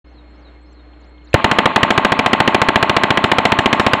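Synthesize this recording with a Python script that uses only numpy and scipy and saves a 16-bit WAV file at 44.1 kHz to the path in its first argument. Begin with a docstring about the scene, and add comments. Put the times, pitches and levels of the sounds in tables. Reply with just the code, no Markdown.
"""A grassy clearing with bushes and trees: far birds and faint ticks, then a long automatic rifle burst.
Birds are whistles gliding through pitch tables; air and far rumble are slowly wavering shaped noise.
Each shot is a sharp front, a noise roar of muzzle gas and a thump, with nearly the same echoes each time.
A small camera adds wavering sine hum and whine; its microphone gain drops on loud sound and overloads."""
import sys
import numpy as np
from scipy import signal
from scipy.fft import rfft, irfft
from scipy.io import wavfile
from scipy.ndimage import uniform_filter1d

SR = 44100
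rng = np.random.default_rng(int(sys.argv[2]) if len(sys.argv) > 2 else 0)


def unload_audio(sound):
    """Save the sound as a 16-bit wav file, at the path given as the first command line argument."""
    columns = np.transpose(np.atleast_2d(sound))
    # keep every value between -1 and 1, then stretch to whole-number steps
    steps = np.round(np.clip(columns, -1, 1) * 32767)
    wavfile.write(sys.argv[1], SR, steps.astype(np.int16))


def gain_from_decibels(decibels):
    """Convert decibel values to linear amplitude factors."""
    exponent = np.asarray(decibels, float) / 20
    return 10 ** exponent


N = 176400  # samples, 4 s


def rms_one(x):
    """Scale to rms 1."""
    return x / np.sqrt(np.mean(x ** 2))


def coloured(points, size):
    """Noise of rms 1 whose spectrum follows points of (f/Hz, relative level/dB per Hz)."""
    hz, db = np.transpose(points)
    grid_hz = np.maximum(np.arange(size // 2 + 1) * SR / size, 1)
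    shape_db = np.interp(np.log(grid_hz), np.log(hz), db)
    return rms_one(irfft(rfft(rng.standard_normal(size)) * gain_from_decibels(shape_db), size))


def slow(hz):
    """Random wavering of rms 1, low-passed at hz."""
    lowpass = signal.butter(2, hz, fs=SR, output="sos")
    noise = rng.standard_normal(N + SR)
    return rms_one(signal.sosfilt(lowpass, noise)[SR:])  # the filter settles for 1 s


def dying(t, t60):
    """Exponential fall that starts at t = 0 and loses 60 dB in t60 seconds."""
    return (t >= 0) * gain_from_decibels(-60 * np.maximum(t, 0) / t60)


def burst(spectrum, t, hold_s, t60):
    """Noise that rises within half a millisecond, holds, then falls exponentially."""
    attack = np.clip((t - .0002) / 0.00026, 0, 1)
    fall = gain_from_decibels(-60 * np.maximum(t - hold_s, 0) / t60)
    return coloured(spectrum, size=len(t)) * attack * fall


def trough(t, delay, db, hz, cycles):
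    """A short wave under a bell envelope whose middle is a dip in pressure."""
    turns = (t - delay) * hz
    return -gain_from_decibels(db) * np.cos(2 * np.pi * turns) * np.exp(-(turns / cycles) ** 2)


def swing(t, db, hz, t60):
    """A low pressure swing: a sine that dies exponentially."""
    return gain_from_decibels(db) * np.sin(2 * np.pi * hz * t) * dying(t, t60)


def add(out, s, sound):
    """Mix a sound in at s seconds."""
    i = int(s * SR)
    out[i:i + len(sound)] += sound[:N - i]


# air and far rumble at the microphone: (f/Hz, relative level/dB per Hz)
FIELD_SPECTRUM = [(18, -33), (30, -15), (72, -12.5), (138, -11), (350, -9), (900, -16), (1830, -21),
                  (3600, -30.5), (4400, -33), (4750, -57), (5300, -43), (5900, -68), (7000, -49),
                  (7900, -51), (8400, -77), (12000, -90), (22000, -120)]


def field():
    """Air and far rumble: shaped noise whose level wavers slowly."""
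    level_db = -50 + 1.26 * slow(2.8)
    return gain_from_decibels(level_db) * coloured(FIELD_SPECTRUM, size=N)


# pitches of the camera's hum and whine: (f/Hz)
HUM_PITCHES = [59.9, 300, 2159, 4226, 6352]
# one row per pitch: (level/dB rms before wavering and dips, wavering [share; also rad of phase], dip depth [0-1])
HUM_LINES = [(-43.5, 0.03, 0.26), (-53, 0.2, 0.35), (-67, 0.69, 0.57), (-66, 0.24, .9), (-90, 0.39, 0.59)]
DROPOUTS_PER_S, DROPOUT_AT_S, DROPOUT_S = 29.97, 0.0017, 0.0024  # one per frame; first centre; 1/e half width


def camera():
    """Steady sine lines that waver in level and phase and dip once a frame, each to its own depth."""
    t = np.arange(N) / SR
    frame_phase = ((t - DROPOUT_AT_S) * DROPOUTS_PER_S + .5) % 1 - .5
    gap = np.exp(-(frame_phase / (DROPOUTS_PER_S * DROPOUT_S)) ** 2)
    out = np.zeros(N)
    for hz, (db, share, depth) in zip(HUM_PITCHES, HUM_LINES):
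        level = gain_from_decibels(db) * np.sqrt(2) * (1 + share * slow(12)) * (1 - depth * gap)
        out += level * np.sin(2 * np.pi * hz * t + share * slow(18))
    return out


# far bird whistles: (t/s into the call, f/Hz, level/dB rms before call level and flutter)
ARCH_WHISTLE = [(0, 4800, -90), (.008, 5080, -71), (.03, 5330, -77), (.046, 6380, -79), (.06, 6460, -74),
                (.08, 5170, -81), (.1, 4300, -64), (.13, 3870, -59.5), (.155, 3700, -62), (.165, 3700, -85)]
DIP_WHISTLE = [(0, 7200, -80), (.012, 7000, -69), (.024, 5000, -76), (.033, 3600, -53.5), (.045, 4900, -68),
               (.065, 6900, -75.5), (.09, 7430, -74), (.105, 7900, -86)]
RISE_WHISTLE = [(0, 6800, -85), (.015, 7500, -83), (.03, 8000, -80), (.035, 8000, -90)]
# calls of each whistle: (t/s, added level/dB)
ARCH_TIMES = [(.058, -2), (0.339, 0.32), (.655, 0.32)]
DIP_TIMES = [(1.0, 0), (1.243, 0)]
RISE_TIMES = [(.292, 0), (.608, 0)]
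FLUTTER_DB, FLUTTER_HZ = 3.5, 50  # whistles waver on their way: rms depth, low-pass of the wavering


def birds():
    """Pure whistles: sines whose pitch and level glide through each call's shape."""
    out = np.zeros(N)
    voices = (ARCH_WHISTLE, ARCH_TIMES), (DIP_WHISTLE, DIP_TIMES), (RISE_WHISTLE, RISE_TIMES)
    for shape, calls in voices:
        s, hz, db = np.transpose(shape)
        t = np.arange(int(s[-1] * SR)) / SR
        pitch_hz = uniform_filter1d(np.interp(t, s, hz), size=200)
        whistle = np.sqrt(2) * np.sin(2 * np.pi * np.cumsum(pitch_hz) / SR)
        for start, call_db in calls:
            add(out, start, gain_from_decibels(call_db + np.interp(t, s, db)) * whistle)
    return out * gain_from_decibels(FLUTTER_DB * slow(FLUTTER_HZ))


# faint ticks in the grass: (t/s, level/dB, f/Hz, spread [pitch ratio])
GRASS_TICKS = [(.723, -63, 7500, 1.02), (.927, -56, 3000, 1.2), (1.174, -55, 3280, 1.1),
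               (1.212, -62, 3000, 1.05)]
TICK_S = .004  # 1/e half length


def ticks():
    """Small ticks in the grass: narrow noise under a bell envelope."""
    out, t = np.zeros(N), np.arange(SR // 10) / SR
    bell = np.exp(-(t / TICK_S - 2) ** 2)
    for s, db, hz, width in GRASS_TICKS:
        band = [(hz / width ** 4, -70), (hz / width, -4), (hz, 0), (hz * width, -4), (hz * width ** 4, -70)]
        add(out, s, gain_from_decibels(db) * bell * coloured(band, size=len(t)))
    return out


# rattling lock parts: (f/Hz, relative level/dB per Hz)
RATTLE_SPECTRUM = [(300, -28), (1000, -13), (2600, 13), (4000, -12), (5500, -19), (7300, -16), (9000, -35),
                   (16000, -70)]
HAMMER_S, HAMMER_DB, HAMMER_HZ, HAMMER_T60_S = 1.3316, -11, 2450, 0.0091
RATTLE_DB, RATTLE_T60_S = -25, 0.045
FIRST_CRACKLE_S, FIRST_CRACKLE_DB = 1.3409, -13


def hammer():
    """The hammer rings as a dying sine, lock parts rattle, and a thin rattle runs just ahead of the blast."""
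    out, t = np.zeros(N), np.arange(SR // 10) / SR
    ring = swing(t, HAMMER_DB, HAMMER_HZ, HAMMER_T60_S) * np.minimum(t / 0.00033, 1)
    rattle = gain_from_decibels(RATTLE_DB) * burst(RATTLE_SPECTRUM, t, 0.00076, RATTLE_T60_S)
    add(out, HAMMER_S, ring + rattle)
    add(out, FIRST_CRACKLE_S, gain_from_decibels(FIRST_CRACKLE_DB) * burst(ROAR_SPECTRUM, t, .001, .003))
    return out


# shots of the burst: (t/s, added level/dB)
SHOT_TIMES = [(1.3423, 0.5), (1.4437, 1), (1.5138, -0.5), (1.5859, 1), (1.6567, 0.5), (1.7606, 1.5),
              (1.831, 1), (1.9053, 0), (1.9776, 0), (2.0484, 0.5), (2.1204, -1), (2.1915, -1), (2.2614, -1),
              (2.332, 0), (2.4026, 1), (2.4765, 0.5), (2.546, 0), (2.6169, 0), (2.6863, -1), (2.758, 0.5),
              (2.8273, -0.5), (2.8956, -0.5), (2.9656, 0), (3.0354, -0.5), (3.1049, -0.5), (3.1737, -1.5),
              (3.2409, -0.5), (3.3164, 0), (3.3843, -1), (3.4531, 0.5), (3.52, -0.5), (3.5886, -0.5),
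              (3.6587, 0), (3.7288, 0.5), (3.7969, -0.5), (3.8651, 0), (3.934, 0)]
# the front and its echoes at the microphone, delay after the shot: (t/s)
ARRIVAL_DELAYS = [.00015, .0029, .0047, .0058, .0081, .0084, .0137, .0179, .0192, .0223, .0306, .0308,
                  .0375, .0378, .0425, .0423, .0477, .0496, .0563, .0582, .062, .063]
# one row per delay: (peak level/dB, f/Hz, width [cycles, before the least echo width])
ARRIVAL_WAVES = [(26, 1070, 0.16), (6, 2600, .8), (10, 1660, 0.29), (10, 880, 1.02), (10.5, 303, 0.52),
                 (9, 1120, 1.56), (-7, 230, 1.2), (2.5, 810, 0.29), (10, 830, 0.85), (6, 1300, 0.27),
                 (-30, 1600, 1.2), (-11, 265, 2.4), (-4.5, 650, 0.31), (-7.5, 250, 0.91), (-7.5, 230, .6),
                 (-8, 800, .9), (5, 960, 0.83), (4.5, 1080, 0.81), (1.5, 980, 0.62), (2.5, 1260, 0.63),
                 (1.5, 1220, 0.85), (-2, 1120, 0.73)]
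ARRIVAL_JITTER_S, ARRIVAL_SPREAD_DB = .00004, 1  # chance from shot to shot, rms
ECHO_LEAST_CYCLES = .55  # echoes are never as sharp as the front
# roar of muzzle gas: (f/Hz, relative level/dB per Hz)
ROAR_SPECTRUM = [(35, -44), (60, -5.5), (660, -0.5), (1340, -2.5), (1800, -0.5), (2300, -4), (3100, -4.5),
                 (4200, -15), (4900, -37), (7200, -31), (8400, -37), (10000, -95), (16000, -120)]
ROAR_DB, ROAR_HOLD_S, ROAR_T60_S = 10.5, 0.0044, 0.026
# bright edge of the roar: (f/Hz, relative level/dB per Hz)
CRACK_SPECTRUM = [(2500, -46), (4000, 7), (7200, -3.5), (10000, -14), (14000, -24), (16000, -45),
                  (20000, -80)]
CRACK_DB, CRACK_HOLD_S, CRACK_T60_S = -7, 0.0032, 0.0075
THUMP_DB, THUMP_HZ, THUMP_T60_S = 6, 91, 0.022
# the first blast drives the microphone further: (level/dB, f/Hz, t60/s)
FIRST_BLAST_THUMP = (24, 90, .032)
# and its pressure swings back once: (delay t/s, level/dB, f/Hz, width [cycles])
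FIRST_BLAST_SWING = (0.001724, 25.2, 458, 0.52)
# scatter from grass, bushes and trees: (f/Hz, relative level/dB per Hz)
SCATTER_SPECTRUM = [(35, -47), (60, -16), (210, -6.5), (270, -2), (310, -5.5), (365, -2.5), (470, -11.5),
                    (680, -3), (780, -9), (890, 2), (970, -15.5), (1070, -0.5), (1310, -12.5), (1730, -10),
                    (2180, -9), (3000, -13), (4400, -25), (4850, -45), (5900, -52), (7000, -43),
                    (8200, -52), (9000, -90), (15900, -125)]
NEAR_DB, NEAR_T60_S, FAR_DB, FAR_T60_S = -5, .4, -16, 1.5  # the same for each shot
STIRRED_DB, STIRRED_T60_S = -10, .3  # new with each shot
# short, uneven treble of the scatter: (f/Hz, relative level/dB per Hz)
SHEEN_SPECTRUM = [(4300, -33), (5200, 1), (5900, -15), (7100, -1), (8200, -10), (9500, -24), (10500, -60),
                  (12000, -110)]
SHEEN_DB, SHEEN_T60_S, SHEEN_SPREAD_DB = -34, .14, 5  # mean level, fall, rms spread between shots


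def rifle():
    """Every shot sums pressure troughs (front, echoes), noise roar, a low thump and decaying noise scatter."""
    out, t = np.zeros(N), np.arange(SR) / SR
    lead_s = 44 / SR  # room ahead of the front for its wave to rise
    short = t[:4096] - lead_s
    delay = np.array(ARRIVAL_DELAYS)[:, None]
    peak_db, hz, cycles = np.transpose(ARRIVAL_WAVES)[:, :, None]
    cycles = np.maximum(cycles, ECHO_LEAST_CYCLES * (delay > .001))
    swell = np.minimum(t / 0.0031, 1)
    near_far = gain_from_decibels(NEAR_DB) * dying(t, NEAR_T60_S) + gain_from_decibels(FAR_DB) * dying(t, FAR_T60_S)
    same_scatter = coloured(SCATTER_SPECTRUM, size=SR) * swell * near_far
    stirred_fall = (swell * dying(t, STIRRED_T60_S))[:SR // 2]
    for k, (s, db) in enumerate(SHOT_TIMES):
        time_chance, level_chance = rng.standard_normal((2, len(delay), 1))
        waves = trough(short, delay + ARRIVAL_JITTER_S * time_chance,
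                       peak_db + ARRIVAL_SPREAD_DB * level_chance, hz, cycles)
        roar = gain_from_decibels(ROAR_DB) * burst(ROAR_SPECTRUM, short, ROAR_HOLD_S, ROAR_T60_S)
        crack = gain_from_decibels(CRACK_DB) * burst(CRACK_SPECTRUM, short, CRACK_HOLD_S, CRACK_T60_S)
        if k == 0:
            thump = swing(short, *FIRST_BLAST_THUMP) + trough(short, *FIRST_BLAST_SWING)
        else:
            thump = swing(short, THUMP_DB, THUMP_HZ, THUMP_T60_S)
        stirred = gain_from_decibels(STIRRED_DB) * coloured(SCATTER_SPECTRUM, size=SR // 2) * stirred_fall
        sheen_db = SHEEN_DB + SHEEN_SPREAD_DB * rng.standard_normal()
        sheen = gain_from_decibels(sheen_db) * burst(SHEEN_SPECTRUM, short, 0.0056, SHEEN_T60_S)
        add(out, s - lead_s, gain_from_decibels(db) * (waves.sum(0) + roar + crack + thump))
        for scatter in (sheen, same_scatter, stirred):
            add(out, s, gain_from_decibels(db) * scatter)
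    return out


def scene():
    """Everything in the clearing, faded in over 4.9 ms as the microphone opens at 0.0428 s."""
    opening = np.clip((np.arange(N) / SR - 0.0428) / 0.0049, 0, 1)
    clearing = field() + camera() + birds() + ticks() + hammer() + rifle()
    return (clearing * opening)[None]


def low_pass(x):
    """Removes everything above the highest recorded frequency."""
    return signal.sosfilt(signal.butter(12, 16040, fs=SR, output="sos"), x)


GAIN_FROM_DB, GAIN_MOST_DB = -8, 17.5  # peak level where the gain starts to drop, largest drop
GAIN_ATTACK_S, GAIN_RELEASE_DB_PER_S = 0.001, 49
DRIVE_DB, HARDNESS = 0.5, 13  # level into the overload, sharpness of its knee (exponent)
SMOOTH_HZ = 14400  # the converter rounds off the top


def record(dry):
    """Microphone gain that drops fast and returns slowly, then overload and a rounded-off top."""
    ramp = GAIN_RELEASE_DB_PER_S * np.arange(N) / SR
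    over_db = np.clip(20 * np.log10(np.abs(dry) + 1e-9) - GAIN_FROM_DB, 0, GAIN_MOST_DB)
    cut_db = np.maximum.accumulate(over_db + ramp, axis=1) - ramp  # held peaks, released steadily
    r = np.exp(-1 / (GAIN_ATTACK_S * SR))
    smooth_cut_db = signal.lfilter([1 - r], [1, -r], cut_db)
    driven = dry * gain_from_decibels(DRIVE_DB - smooth_cut_db)
    clipped = driven / (1 + np.abs(driven) ** HARDNESS) ** (1 / HARDNESS)
    lowpass = signal.butter(2, SMOOTH_HZ, fs=SR, output="sos")
    return low_pass(signal.sosfilt(lowpass, clipped))


dry = scene()
out = record(dry)
unload_audio(out)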